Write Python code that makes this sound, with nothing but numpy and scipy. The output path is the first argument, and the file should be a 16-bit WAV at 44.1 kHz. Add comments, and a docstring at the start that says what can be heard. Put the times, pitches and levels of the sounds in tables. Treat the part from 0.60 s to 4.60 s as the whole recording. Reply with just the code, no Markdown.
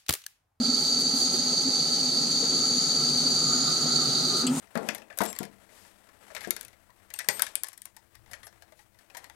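"""Gear teeth chatter in a ringing metal housing as a flatbed cutting plotter drives its gantry closer.
Two thin whines ride on the chatter, and the blade rasps over the sheet in a stream of tiny impacts.
Underneath, table and frame drone, the drive hums in short swells, and rollers knock and sing ever louder.
Near the end the drive brakes with a hum, the head clicks, and a sideways stroke starts with a thin hiss."""
import sys
import numpy as np
from scipy import signal
from scipy.fft import rfft, irfft
from scipy.io import wavfile
from scipy.ndimage import uniform_filter1d, map_coordinates

SR = 44100
rng = np.random.default_rng(int(sys.argv[2]) if len(sys.argv) > 2 else 0)


def inscribe(sig):
    """Save sig as 16-bit PCM at rate SR to the path in sys.argv[1].

    A 1-D sig is mono; a 2-D sig holds one channel per row.
    Samples are clipped to [-1, 1] before scaling.
    """
    pcm = np.round(np.clip(np.atleast_2d(sig).T, -1, 1) * 32767)
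    wavfile.write(sys.argv[1], SR, pcm.astype(np.int16))


N = 176400

# tone colour of the table's rumble: f/Hz, relative level/dB
RUMBLE_EQ = [(25, -19), (60, -16.5), (100, -33), (135, -5.5), (200, 3.5), (290, 6.5), (330, -12),
             (420, 2.5), (600, -4), (800, -7), (1080, -14), (1500, -17.5), (2000, -14.5), (2800, -16.5),
             (5000, -39.5)]
# frame resonances: f/Hz, width/Hz, opening level/dB, closing level/dB
FRAME_MODES = [(145.4, 10.4, -58, -39.5), (162.2, 16, -49, -46.5), (245.9, 17, -42, -40.5),
               (261, 18, -40.5, -56.5), (362, 20, -52, -43), (770.7, 8.6, -53, -57.5),
               (822.2, 7, -51.5, -58)]
# the drive hums under load: centre t/s, length/s, f/Hz, level/dB
HUM_SWELLS = [(.015, 0.043, 237, -23), (0.088, 0.05, 249, -26), (0.145, 0.041, 243, -29.5),
              (0.459, 0.099, 257.6, -32), (0.544, 0.036, 255, -26.5), (1.078, 0.09, 266, -29),
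              (1.469, 0.14, 251, -32), (2.161, 0.18, 248, -34.5), (3.853, 0.062, 261, -25),
              (3.905, 0.1, 249, -21.5), (3.947, 0.059, 267, -26.5), (3.981, 0.034, 253, -27)]
# roller resonances: f/Hz, width/Hz, base level/dB, pan L-R/dB, multiplier on the ride and surges
ROLLER_MODES = [(747, 90, -44.5, 9, 2.2), (1226, 14, -39.5, 0.5, 1.74), (1309, 44.5, -40.5, 3, 0.97),
                (1368, 52, -41.5, 5, 1.82), (1470, 200, -53, 12, 0.68)]
# level ride of the approaching rollers: t/s, gain/dB
ROLLER_RIDE = [(0, -9.5), (1.6, -10.5), (2, -8.5), (2.6, -7.5), (3.05, -3.5), (3.5, -5), (3.8, -3),
               (4, -9.5)]
# the rollers bind and surge: centre t/s, boost/dB
ROLLER_BINDS = [(2.03, 3), (2.42, 4), (2.93, 3), (3.09, 2.5), (3.31, 3), (3.44, 3), (3.84, 3)]
# rollers knock on the track: t/s, f/Hz, level/dB
TRACK_KNOCKS = [(.737, 370, -28), (.921, 420, -31), (1.823, 466, -26.5), (1.914, 259, -26),
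                (2.023, 437, -39), (2.094, 255, -34), (2.647, 263, -27.5), (3.25, 252, -25.5),
                (3.721, 404, -27.5)]
# tone colour of the sideways hiss: f/Hz, relative level/dB
SIDEWAYS_EQ = [(300, 1), (600, 1), (900, 16), (1150, 1), (1350, 1), (2000, -2), (4500, 2.5), (5600, 0),
               (7000, 9.5), (7700, 6), (8600, 10.5), (10500, -2.5), (16000, -11)]
# the head's click and its rebound: t/s, gain/dB
HEAD_CLICKS = [(3.8663, -21.5), (3.871, -27.5)]
# head resonances: f/Hz, t60/s, relative level/dB
HEAD_MODES = [(3080, 0.12, -3.5), (4500, 0.13, -2), (6960, 0.05, -2), (7700, 0.061, 1)]
# tone colour of the blade on the sheet: f/Hz, relative level/dB
RASP_EQ = [(2500, -10), (5000, -1), (8000, 10.5), (10000, 5.5), (12500, -11.5), (16000, -24)]
# tone colour of the faint high hiss above the rasp: f/Hz, relative level/dB
HIGH_HISS_EQ = [(5000, -25), (9000, -15), (12000, 2), (15500, -9)]
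# the blade catches: centre t/s, length/s, boost/dB
BLADE_CATCHES = [(0.222, 0.4, 3.5), (.41, 0.065, 8), (0.602, 0.2, 7.5), (.75, 0.12, 6.5), (3.785, 0.094, 4)]
# glide of the lower gear whine: t/s, f/Hz
LOW_WHINE_GLIDE = [(0, 4590), (2.15, 4560), (2.75, 4650), (3.5, 4520), (3.8, 4580)]
# glide of the upper gear whine: t/s, f/Hz
HIGH_WHINE_GLIDE = [(0, 6800), (1, 6560), (1.7, 6700), (3.2, 6760), (3.8, 6650)]
# level ride of the lower whine: t/s, level/dB
LOW_WHINE_RIDE = [(0, -37), (.35, -27.5), (.8, -34.5), (1.4, -31), (2.8, -30), (3.05, -40), (3.45, -32),
                  (3.8, -37)]
# level ride of the upper whine: t/s, level/dB
HIGH_WHINE_RIDE = [(0, -52), (.75, -36), (1.45, -50), (1.88, -38), (2.28, -35.5), (2.48, -53), (2.95, -33),
                   (3.15, -41), (3.35, -37.5), (3.8, -55)]
# the gear cover rings louder as it nears: t/s, level/dB
COVER_RIDE = [(0, -48), (1.5, -49), (3.8, -34.5)]
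# one hard clack of the teeth: t/s, added load relative to the steady chatter/dB
TOOTH_CLACKS = [(1.193, 1)]
# ring of the gear housing: f/Hz, relative level/dB
HOUSING_EQ = [(1500, -44.5), (2800, -55), (2950, -22.5), (3350, -21.5), (3490, -36), (3590, -14),
              (3900, -7.5), (4230, -9), (4420, -1), (4570, 0.5), (4740, -1), (4900, -9), (5230, -19),
              (5700, -20.5), (6030, -10.5), (6400, -13.5), (6720, -9), (6920, -19), (7270, -17),
              (8300, -25.5), (9200, -33.5), (9580, -20), (10300, -62), (11000, -27), (12500, -51),
              (16000, -69)]
# the housing's ring leans left in the top end: f/Hz, pan L-R/dB
HOUSING_BALANCE = [(3000, 2), (3900, 2), (4550, -5), (5400, -3), (5950, 4.5), (6700, 9.5), (7600, 5.5),
                   (9600, 5.5), (15000, 14)]
# level ride of the housing's ring: t/s, gain/dB
HOUSING_RIDE = [(0, -1), (2.6, -0.14), (3.8, -0.5)]
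# stereo drift of the housing's ring and the lower whine: t/s, pan L-R/dB
GEAR_PAN = [(0, .5), (.8, 1.2), (1.6, 2), (2.25, 3.5), (2.7, 1.8), (3.4, 0), (3.8, 2)]

START_S, RUN_UP_S, BRAKE_S, STOP_S = -0.029, 0.072, 3.815, 3.882  # the gantry's stroke
RUMBLE_START_DB, RUMBLE_RISE_DB = -40.58, 1.04
KNOCK_ATTACK_S, KNOCK_T60_S, CLICK_ATTACK_S = 0.011, 0.14, 0.002
SIDEWAYS_START_S, SIDEWAYS_ATTACK_S, SIDEWAYS_DB = 3.85, 0.13, -33.5
BLADE_BASE_DB, BLADE_RISE_DB, HISS_OFFSET_DB = -45.5, 4, -10
SHAFT_HZ, BIND_DEPTH, BIND_DECAY_TURNS, HOUSING_BASE_DB = 21.57, 0.3, 0.65, -25.5
HIGH_CUT_HZ = 15750
TIME = np.arange(N) / SR
PROGRESS = np.arange(N) / N


def undb(db):
    """Decibels to gain."""
    return 10 ** (np.asarray(db) / 20)


def unit(x):
    """Scale to an rms of one."""
    return x / np.sqrt(np.mean(x ** 2))


def curve(rows):
    """An automation line through (t/s, value) rows."""
    return np.interp(TIME, *np.array(rows).T)


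def swell(at, length):
    """A smooth rise and fall around a moment."""
    return np.cos(np.pi * np.clip((TIME - at) / length, -.5, .5)) ** 2


def decay(at, t60):
    """A hard attack and an exponential tail."""
    age = TIME - at
    return (age >= 0) * undb(-60 * np.maximum(age, 0) / t60)


def drift(rate):
    """Smooth random modulation at unit rms, with about `rate` new values a second."""
    hold = int(SR / rate)
    steps = rng.standard_normal(N)[np.arange(N) // hold]
    return unit(uniform_filter1d(uniform_filter1d(steps, hold), hold))


def by_hz(rows):
    """Read (f/Hz, value) rows at every FFT bin, on a log frequency scale."""
    hz, value = np.array(rows).T
    return np.interp(np.log(np.arange(N // 2 + 1) * SR / N + 1), np.log(hz), value)


def body(x, eq):
    """Ring a body with the given tone colour: a minimum-phase filter, output at unit rms."""
    cepstrum = irfft(np.log(undb(by_hz(eq))), N)
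    cepstrum[1:N // 2] *= 2
    cepstrum[N // 2 + 1:] = 0
    return unit(irfft(rfft(x) * np.exp(rfft(cepstrum)), N))


def resonate(x, hz, width):
    """A resonance with steep skirts, output at unit rms."""
    f = np.arange(N // 2 + 1) * SR / N + 1e-3
    return unit(irfft(rfft(x) / (1 + .5j * hz / width * (f / hz - hz / f)) ** 2, N))


def pan(db):
    """Left and right gains for an L-R level difference."""
    return undb(np.array([db, -db]).reshape(2, -1) / 2)


def spread(pair, side):
    """Turn a mid/side pair into left and right."""
    return pair[0] + side * pair[1] * np.array([[1], [-1]])


def noise(side):
    """Stereo noise of a given width."""
    return spread(rng.standard_normal((2, N)), side)


def ticks(rate, scatter_db, side):
    """A stereo stream of tiny impacts of uneven strength, `rate` a second in both mid and side."""
    strength = undb(scatter_db * np.clip(rng.standard_normal((2, N)), -2, 2))
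    hits = rng.random((2, N)) < rate / SR
    polarity = np.sign(rng.standard_normal((2, N)))
    return spread(unit(hits * strength * polarity), side)


def beam(x):
    """The metal beam adds a short dense ring, different on each side."""
    tail = rng.standard_normal((2, N)) * decay(0, t60=0.078)
    tail /= np.sqrt(np.sum(tail ** 2, axis=1, keepdims=True))
    return unit(x + undb(-0.5) * irfft(rfft(x) * rfft(tail), N))


def gantry_speed():
    """The gantry runs up, cruises at one and brakes to zero."""
    run_up = np.clip((TIME - START_S) / RUN_UP_S, 0, 1)
    return run_up * np.clip((STOP_S - TIME) / (STOP_S - BRAKE_S), 0, 1)


def frame_drone():
    """The low bed: the gantry shakes table and frame, and their balance shifts along the way."""
    shake = rng.standard_normal((2, N))
    side_eq = [(60, 4), (150, -3), (300, -13), (600, -5.5), (1500, -3.5)]  # f/Hz, gain/dB
    shake[1] = irfft(rfft(shake[1]) * undb(by_hz(side_eq)), N)
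    out = body(spread(shake, side=0.7), RUMBLE_EQ) * undb(RUMBLE_START_DB + RUMBLE_RISE_DB * PROGRESS)
    for hz, width, first_db, last_db in FRAME_MODES:
        mode = resonate(noise(side=min(hz / 1800, 1)), hz, width)
        out += mode * undb(first_db + (last_db - first_db) * PROGRESS)
    return out


def drive_hum():
    """The loaded drive gives short swells of low, slightly unsteady hum."""
    wobble = .3 * drift(50)
    out = np.zeros(N)
    for at, length, hz, db in HUM_SWELLS:
        tone = np.sqrt(2) * np.sin(2 * np.pi * hz * (TIME - at) + wobble)
        out += undb(db) * swell(at, length) * tone
    return out


def roller_song():
    """Rollers sing on their track as they near, wavering in pitch and surging where they bind."""
    ride_db = curve(ROLLER_RIDE) + sum(db * swell(at, length=.1) for at, db in ROLLER_BINDS)
    song = sum(resonate(noise(side=0.7), hz, width) * undb(db + follow * ride_db) * pan(pan_db)
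               for hz, width, db, pan_db, follow in ROLLER_MODES)
    varispeed = np.cumsum(1 + .004 * drift(12))
    return np.array([map_coordinates(channel, [varispeed], mode="mirror") for channel in song])


def roller_knocks():
    """Rollers bump over the track: each soft push rings the table briefly, each spot at its own pitch."""
    out = np.zeros((2, N))
    for at, hz, db in TRACK_KNOCKS:
        push = np.clip((TIME - at) / KNOCK_ATTACK_S, 0, 1) * decay(at, KNOCK_T60_S)
        tone = np.sin(2 * np.pi * hz * (TIME - at))
        thud = resonate(noise(side=0.21), hz, width=360)
        out += undb(db) * push * (tone + .5 * thud)
    return signal.sosfilt(signal.butter(6, 170, "highpass", fs=SR, output="sos"), out)


def sideways_hiss():
    """The carriage sets off sideways: dense ticks fade in as a thin hiss."""
    fade_in = np.clip((TIME - SIDEWAYS_START_S) / SIDEWAYS_ATTACK_S, 0, 1)
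    hiss = body(ticks(rate=7800, scatter_db=2, side=0.66), SIDEWAYS_EQ)
    return hiss * fade_in * undb(SIDEWAYS_DB) * pan(db=3)


def head_click():
    """The head snaps over and rebounds: a short crack and a few broad, rattling resonances."""
    out = np.zeros((2, N))
    for at, db in HEAD_CLICKS:
        rattle = noise(side=0.47)
        ring = sum(undb(mode_db) * decay(at, t60) * resonate(rattle, hz, width=500)
                   for hz, t60, mode_db in HEAD_MODES)
        crack = decay(at, t60=0.053) * body(rattle, RASP_EQ)
        attack = np.clip((TIME - at) / CLICK_ATTACK_S, 0, 1)
        out += undb(db) * attack * (0.5 * ring + 0.31 * crack)
    return out * pan(db=4.5)


def blade_rasp():
    """The blade scratches the sheet, louder and brighter where it catches.
    A faint high hiss wavers randomly in level above it."""
    catch_db = sum(db * swell(at, length) for at, length, db in BLADE_CATCHES)
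    ride_db = BLADE_BASE_DB + BLADE_RISE_DB * (PROGRESS - .5) + 0.63 * drift(19) + catch_db
    rasp = body(beam(ticks(rate=5300, scatter_db=0.5, side=0.26)), RASP_EQ)
    hiss = body(ticks(rate=4900, scatter_db=-4, side=0.97), HIGH_HISS_EQ)
    hiss_waver_db = np.tanh(drift(22))
    hiss *= undb(HISS_OFFSET_DB + .4 * catch_db + hiss_waver_db)
    return (rasp + hiss) * undb(ride_db) * gantry_speed() * pan(db=5)


def gear_whine(glide, jitter_hz, side):
    """A meshing tone roughened by fast pitch jitter and slower wander, partly different on each side."""
    mid_side_hz = [curve(glide) + jitter_hz * drift(400) + 22 * drift(30) for _ in range(2)]
    tones = [np.sin(2 * np.pi * np.cumsum(hz) / SR) for hz in mid_side_hz]
    return unit(spread(tones, side))


def tooth_load():
    """The teeth bind once in every shaft turn, then ease off; one hard clack stands out."""
    turns = np.cumsum(SHAFT_HZ * (1 + .025 * drift(2.7))) / SR
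    bind = np.exp(-(turns % 1) / BIND_DECAY_TURNS) * (1 + .5 * np.tanh(drift(21.8)))
    clack = sum(undb(db) * decay(at, t60=0.016) for at, db in TOOTH_CLACKS)
    return unit(1 + BIND_DEPTH * bind + clack)


def gear_chatter():
    """The lead: tooth impacts ring the housing; its cover and two whines pulse with the same load."""
    load = tooth_load()
    impacts = ticks(rate=9000, scatter_db=1.2, side=0.12) * load
    housing = body(beam(impacts), HOUSING_EQ)
    housing = unit(irfft(rfft(housing) * pan(by_hz(HOUSING_BALANCE)), N))
    housing *= undb(HOUSING_BASE_DB + curve(HOUSING_RIDE))
    cover = resonate(noise(side=1) * load, hz=4057, width=222)
    cover *= undb(curve(COVER_RIDE)) * pan(db=6.5)
    low_whine = gear_whine(LOW_WHINE_GLIDE, jitter_hz=31, side=0.31)
    low_whine *= load * undb(curve(LOW_WHINE_RIDE)) * pan(db=2.5)
    high_whine = gear_whine(HIGH_WHINE_GLIDE, jitter_hz=40, side=1)
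    high_whine *= load * undb(curve(HIGH_WHINE_RIDE)) * pan(db=9.5)
    whir = (housing + low_whine) * pan(curve(GEAR_PAN))
    return (whir + cover + high_whine) * gantry_speed()


def scene():
    """Gears up front, the low bed beneath, and the cutting head's detail on top."""
    gears = gear_chatter()
    bed = frame_drone() + roller_song() + roller_knocks() + drive_hum()
    return gears + bed + blade_rasp() + head_click() + sideways_hiss()


def record(dry):
    """A steep high cut on the whole mix."""
    return signal.sosfilt(signal.ellip(10, .1, 90, HIGH_CUT_HZ, fs=SR, output="sos"), dry)


dry = scene()
out = record(dry)
inscribe(out)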